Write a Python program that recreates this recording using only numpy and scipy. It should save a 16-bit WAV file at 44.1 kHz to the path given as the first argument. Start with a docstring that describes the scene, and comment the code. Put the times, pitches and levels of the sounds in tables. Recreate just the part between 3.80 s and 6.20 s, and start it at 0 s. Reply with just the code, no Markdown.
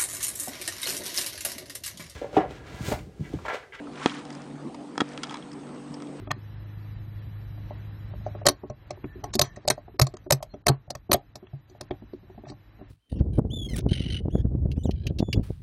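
"""Fingers snap a small metal padlock clasp open and shut close by, and bracelet links tick: short rattles of
impacts ring the damped metal. The strongest snaps also thump through hands and table.
Skin slides on the metal as a dense crackle of tiny slips. Around them a small motor hums in wavering
partials, over a steady, patchy hiss and a thin electronic whine made of two high sines."""
import sys
import numpy as np
from scipy import signal
from scipy.fft import rfft, irfft
from scipy.io import wavfile
from scipy.ndimage import uniform_filter1d

SR = 44100
rng = np.random.default_rng(int(sys.argv[2]) if len(sys.argv) > 2 else 0)


def inscribe(sig):
    """Save sig as 16-bit PCM at rate SR to the path in sys.argv[1].

    A 1-D sig is mono; a 2-D sig holds one channel per row.
    Samples are clipped to [-1, 1] before scaling.
    """
    pcm = np.round(np.clip(np.atleast_2d(sig).T, -1, 1) * 32767)
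    wavfile.write(sys.argv[1], SR, pcm.astype(np.int16))


N = 105840  # length in samples: 2.4 s
MOTOR_HZ = 48.44  # motor speed, shared by the hum and the throb of the hiss


def amp(db):
    """Turns dB into a plain multiplier."""
    return 10 ** (np.asarray(db) / 20)


def evened(x):
    """Scales x to rms 1."""
    return x / np.sqrt(np.mean(x ** 2) + 1e-20)


def read(points, hz):
    """Reads a table of pitches between its points, on a log pitch scale."""
    f, value = np.transpose(points)
    return np.interp(np.log(hz + 1), np.log(f + 1), value)


def over_time(points):
    """Reads a table of times at every sample, in straight lines between its points."""
    return np.interp(np.arange(N) / SR, *np.transpose(points))


def add(mix, s, sound):
    """Mixes a sound in at s seconds, cut off at the end of the mix."""
    part = mix[round(s * SR):][:len(sound)]
    part += sound[:len(part)]


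def coloured(x, spectrum):
    """Filters x by the spectrum, then sets it to rms 1."""
    gain = amp(read(spectrum, np.fft.rfftfreq(len(x), 1 / SR)))
    return evened(irfft(rfft(x) * gain, len(x)))


def drift(hz):
    """Slow random wander below hz, at rms 1; the first second is dropped so the filter has settled."""
    wander = signal.lfilter(*signal.butter(2, hz, fs=SR), rng.standard_normal(N + SR))
    return evened(wander[SR:])


# How the room noise spreads over pitch: (f/Hz, level/dB per Hz)
ROOM_SPECTRUM = [(20, -33), (60, -22), (105, -22.5), (135, -12), (200, -8), (280, -3), (360, -10),
                 (480, -13.5), (700, -15.5), (1150, -21), (1500, -30), (2700, -33), (5000, -39),
                 (10100, -43.5)]
ROOM_DB = -43  # rms
PATCHY_DB, THROB = 3, 0.091  # unevenness in time and pitch; depth of the throb as a share


def room_noise():
    """Hiss and rumble, patchy in time and pitch, throbbing once per turn of the motor."""
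    frames, t = N // 256 + 5, np.arange(N) / SR
    real, imaginary, patches = rng.standard_normal((frames, 513, 3)).T
    # blur the patches over pitch, then over time
    patches = uniform_filter1d(patches, 8, 0)
    patches = evened(uniform_filter1d(patches, 8, 1))
    spectrum = (real + 1j * imaginary) * amp(PATCHY_DB * patches)
    noise = signal.istft(spectrum, nperseg=1024, noverlap=768)[1][:N]
    throb = 1 + THROB * np.cos(2 * np.pi * MOTOR_HZ * t)
    return coloured(noise * throb, ROOM_SPECTRUM) * amp(ROOM_DB)


def tone(hz, db):
    """A pure tone from a random starting point; db is its rms level."""
    turns = hz * np.arange(N) / SR + rng.random()
    return np.sqrt(2) * amp(db) * np.sin(2 * np.pi * turns)


# Parts of the motor's hum: (multiple of the motor speed, rms level before wavering/dB)
HUM_PARTIALS = [(3, -51), (4, -59), (5, -50.5), (6, -46), (7, -66.5), (8, -58), (10, -57)]
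WAVER_HZ, WAVER = 3.06, 0.37  # how fast the loudness wanders, and its rms depth as a share


def motor_hum():
    """The motor sounds at multiples of its speed, each wandering in loudness on its own."""
    out = np.zeros(N)
    for multiple, db in HUM_PARTIALS:
        out += tone(multiple * MOTOR_HZ, db) * (1 + WAVER * drift(WAVER_HZ))
    return out


# The two tones of the electronic whine: (f/Hz, level added to the whine's course/dB)
WHINE_TONES = [(8075, -7.5), (8100, 5.5)]
# Course of the whine's loudness: (t/s, rms level before each tone's own is added/dB)
WHINE_COURSE = [(0, -82), (.6, -79), (1.2, -77), (1.55, -74), (2.4, -72.5)]


def whine():
    """Two steady, high, close pitches that slowly grow louder."""
    course_db = over_time(WHINE_COURSE)
    return sum(tone(hz, db + course_db) for hz, db in WHINE_TONES)


# How loudly the skin slides: (t/s, level/dB)
SLIDE_LEVEL = [(0.0, -66.5), (.13, -55), (.17, -46.5), (0.241, -37.5), (.3, -40.5), (0.392, -42.5),
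               (.44, -54.5), (.52, -52), (.62, -53), (.7, -58.5), (1.14, -64.5), (1.22, -53), (1.33, -50),
               (1.45, -52.5), (1.52, -46), (1.6, -54), (1.68, -59), (1.9, -58.5), (2.05, -60),
               (2.14, -54.5), (2.27, -63.5), (2.4, -53.5)]
# Tone colour of skin on metal: (f/Hz, level/dB per Hz)
SKIN_COLOUR = [(300, -35.5), (600, -14), (900, -6.5), (1200, -7.5), (1700, -10), (3500, -17.5), (6000, -24),
               (10000, -31.5)]
# Edges of the pitch regions that clump separately: (f/Hz)
SKIN_REGIONS = [300, 900, 1600, 2600, 4200, 6500, 10000]
GRIT_PER_S, GRIT_DB = 7000, 1.6  # slips per second in each region; mean random lift of a slip
CLUMP_HZ, CLUMP_DB = 55, 2.6  # how fast the slips grow louder and softer, and by how much (rms)


def slide():
    """Dense tiny slips of skin over the clasp, clumping separately in each pitch region."""
    slips = np.zeros(N)
    for low, high in zip(SKIN_REGIONS, SKIN_REGIONS[1:]):
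        lift_db = GRIT_DB * rng.exponential(1, N) + CLUMP_DB * drift(CLUMP_HZ)
        slipping = rng.random(N) < GRIT_PER_S / SR
        grit = rng.standard_normal(N) * amp(lift_db) * slipping
        slips += signal.lfilter(*signal.butter(2, [low, high], "band", fs=SR), grit)
    return coloured(slips, SKIN_COLOUR) * amp(over_time(SLIDE_LEVEL))


CONTACT_MS = 0.06  # softness of an impact's edge


def ring(modes, extra_db, size=1800):
    """Dying modes after one soft-edged impact, neighbours in opposite phase."""
    hz, db, t60 = np.transpose(modes)[:, :, None]
    t = np.arange(size) / SR
    side = (-1.) ** np.arange(len(modes))[:, None]
    loudness = amp(db + extra_db[:, None] - 60 * t / t60)
    ringing = (side * loudness * np.sin(2 * np.pi * hz * t)).sum(0)
    return ringing * (1 - np.exp(-t * 1000 / CONTACT_MS))


# Clasp and link contacts: (t/s, level/dB, rattle length/ms where 0 or less is one clean impact,
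# middle modes/dB, top modes/dB, and, where one mode rings out most, its f/Hz)
CONTACTS = [(0.0704, -36, 2.5, -14, -7), (.155, -40, 7, 7, 10), (0.182, -36, -0.5, -12, -6),
            (0.198, -40, 2, -3, 1), (.2134, -40, 11, -3, -10), (0.229, -32.5, 3.5, -4, -10),
            (0.2598, -12.5, 0, 4, 3), (0.2622, -20, -0.5, 0, -5, 2433), (0.2962, -28, 1, 9, 12, 3330),
            (0.301, -31, 1, 10, 5, 3330), (0.451, -37.5, 3.5, 3, 13.5), (.4853, -57, 4, 12, 5),
            (.5033, -33, 4, 0.5, 9, 1760), (.525, -39.5, 7.3, 3, 18), (0.55, -38.5, 4, -3, 16),
            (0.619, -43, 2, 1, 21), (.755, -46.5, 2.5, -9, 1), (0.9443, -31.5, 6, 2, 8, 960),
            (1.155, -35, 1.9, -10, -11), (1.1785, -18, -0.5, -6, 1), (1.1797, -27, 0, 2, 6),
            (1.204, -15, 1, -4, -5), (1.2061, -18, -1, 0, 4, 3330), (1.2082, -15.5, 0.5, 2, 3, 1760),
            (1.21, -20, 0, -4, -4, 1292), (1.2165, -22.5, 0, -4, -2), (1.2894, -41, 1.5, -9, 10),
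            (1.334, -41, 3, -8, 8), (1.3764, -27, 0, 4, 9, 2830), (1.4329, -26, 0, 5, 13),
            (1.4343, -23, .8, 8, 14), (1.4356, -26, 3, -1, 12), (1.4388, -26.5, 4, 2, 4, 5250),
            (1.4497, -36, 1.4, 8, 3, 3330), (1.4696, -37.5, 2.9, -5, 6), (1.4957, -30, 0.8, 2, 6, 3330),
            (1.508, -26.5, 5, -3, 5, 960), (1.522, -33.5, 8, -4, 3), (1.542, -25, 3.5, 4, 8, 960),
            (1.5547, -29.5, 4.5, 0, -6, 960), (1.57, -34.5, 1, 4, 8.5), (1.5946, -40, 2.5, -6, -4),
            (1.625, -38.5, 1.4, 12, 3, 3330), (1.7173, -40, 1.4, 5, 14, 5250), (1.7305, -42, 7.5, -4, 25),
            (1.869, -45, 2, 0, 6), (1.891, -39, 3.5, -11, -5), (1.9464, -40.5, 3.5, -12, 0),
            (2.14, -34.5, 8, -0.5, 11, 5250), (2.2022, -38, 0, -1, -1), (2.2217, -34.5, 1.4, -1.5, 8),
            (2.2696, -45, 5.6, 11, 13)]
# Ringing modes of the hand-damped clasp: (f/Hz, level/dB, time to die by 60 dB/s)
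CLASP_MODES = [(785, -6.5, 0.024), (970, -1.5, 0.0092), (1289, -1, 0.016), (1820, -5.5, 0.01),
               (2190, -5.5, 0.012), (2320, -4, 0.0077), (2680, -8, 0.0094), (3300, -5, 0.012),
               (3980, -7.5, 0.008), (4720, -11.5, 0.0061), (5280, -8.5, 0.0047), (6160, -7, 0.0024),
               (6980, -7.5, 0.0021), (9020, -15, 0.0026)]
MIDDLE_HZ, TOP_HZ = 2000, 4400  # where the middle and top modes begin
MODE_SCATTER_DB = 1.2  # random unevenness of the modes (rms)
FAVOUR_DB, FAVOUR_WIDTH = 9, .08  # lift of the favoured mode, and its reach as a share of pitch
IMPACTS, IMPACTS_PER_MS = 8, 1.4  # most impacts in a rattle; extra impacts per ms of rattle
RATTLE_FADE_DB, RATTLE_RISE = -11.5, 0.34  # fade over the rattle; share of it spent swelling
LEVEL_SAMPLES = 32  # a contact's level is its energy as an rms over this span


def clasp():
    """Each contact is a short rattle of impacts ringing the clasp, struck at a different spot each time."""
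    out, hz = np.zeros(N), np.array(CLASP_MODES)[:, 0]
    luck = rng.random((len(CONTACTS), 2, IMPACTS))
    unevenness = rng.standard_normal((len(CONTACTS), len(CLASP_MODES)))
    for contact, (slot, size), uneven in zip(CONTACTS, luck, unevenness):
        s, db, ms, middle_db, top_db, *favoured_hz = contact
        count = int(np.clip(1 + ms * IMPACTS_PER_MS, 1, IMPACTS))
        order = np.arange(count)
        # place in the rattle, 0 to 1; the first impact opens it
        where = (order + slot[:count] * (order > 0)) / count
        swell = np.clip(.5 + .5 * where / RATTLE_RISE, 0, 1)
        strength = amp(RATTLE_FADE_DB * where) * (.5 + .5 * size[:count]) * swell
        hits = np.zeros(2000)
        np.add.at(hits, (where * np.clip(ms, 0, 30) * SR / 1000).astype(int), strength)

        spot_db = np.where(hz > TOP_HZ, top_db, np.where(hz > MIDDLE_HZ, middle_db, 0.))
        for f in favoured_hz:
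            spot_db = spot_db + FAVOUR_DB * np.exp(-(np.log(hz / f) / FAVOUR_WIDTH) ** 2)
        sound = np.convolve(hits, ring(CLASP_MODES, spot_db + MODE_SCATTER_DB * uneven))
        level = np.sqrt(np.sum(sound ** 2) / LEVEL_SAMPLES)
        add(out, s, -amp(db) * sound / level)
    return out


ECHO_DB, ECHO_T60 = -15.5, 0.049  # echo level; seconds for it to die by 60 dB


def scatter(x):
    """Table and hands scatter the sound into a short diffuse tail, starting 2 ms later."""
    t = np.arange(4000) / SR
    tail = rng.standard_normal(len(t)) * amp(-60 * t / ECHO_T60) * (t > .002)
    tail /= np.linalg.norm(tail)
    return x + amp(ECHO_DB) * signal.oaconvolve(x, tail)[:N]


# The latch's jolt thumping through hands and table: (t/s, peak level before the bass cut/dB, rise/ms)
JOLTS = [(0.2596, -2.5, 0.25), (1.1791, -20, 0.43), (1.2038, -15, 0.35), (1.2165, -11.5, 0.72)]
# Modes of the thump: (f/Hz, level/dB, time to die by 60 dB/s)
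THUMP_MODES = [(283.6, 5.5, 0.017), (213, -23, 0.018), (437, -9, 0.029), (726, -4, 0.025),
               (1210, -18.5, 0.036)]


def thuds():
    """A rounded push rings the low, damped modes of hands and table."""
    hz, db, t60 = np.transpose(THUMP_MODES)[:, :, None]
    t = np.arange(3000) / SR
    body = (amp(db - 60 * t / t60) * np.cos(2 * np.pi * hz * t)).sum(0)
    out = np.zeros(N)
    for s, peak_db, rise_ms in JOLTS:
        push = np.hanning(int(rise_ms * SR / 500) + 3)  # rises, then falls as long
        sound = np.convolve(body, push)
        add(out, s, amp(peak_db) * sound / abs(sound).max())
    return out


def scene():
    """Mixes all layers; contacts and thumps lose their deep bass below 90 Hz, as at a small microphone."""
    background = room_noise() + motor_hum() + whine()
    skin = slide()
    contacts = scatter(clasp()) + thuds()
    contacts = signal.lfilter(*signal.butter(2, 90, "high", fs=SR), contacts)
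    return (background + skin + contacts)[None]


EDGE_HZ = 10150  # top of the sound


def record(dry):
    """Removes the treble above a steep edge."""
    low_pass = signal.firwin(511, EDGE_HZ, window=("kaiser", 9), fs=SR)
    return signal.oaconvolve(dry, low_pass[None], "same")


dry = scene()
out = record(dry)
inscribe(out)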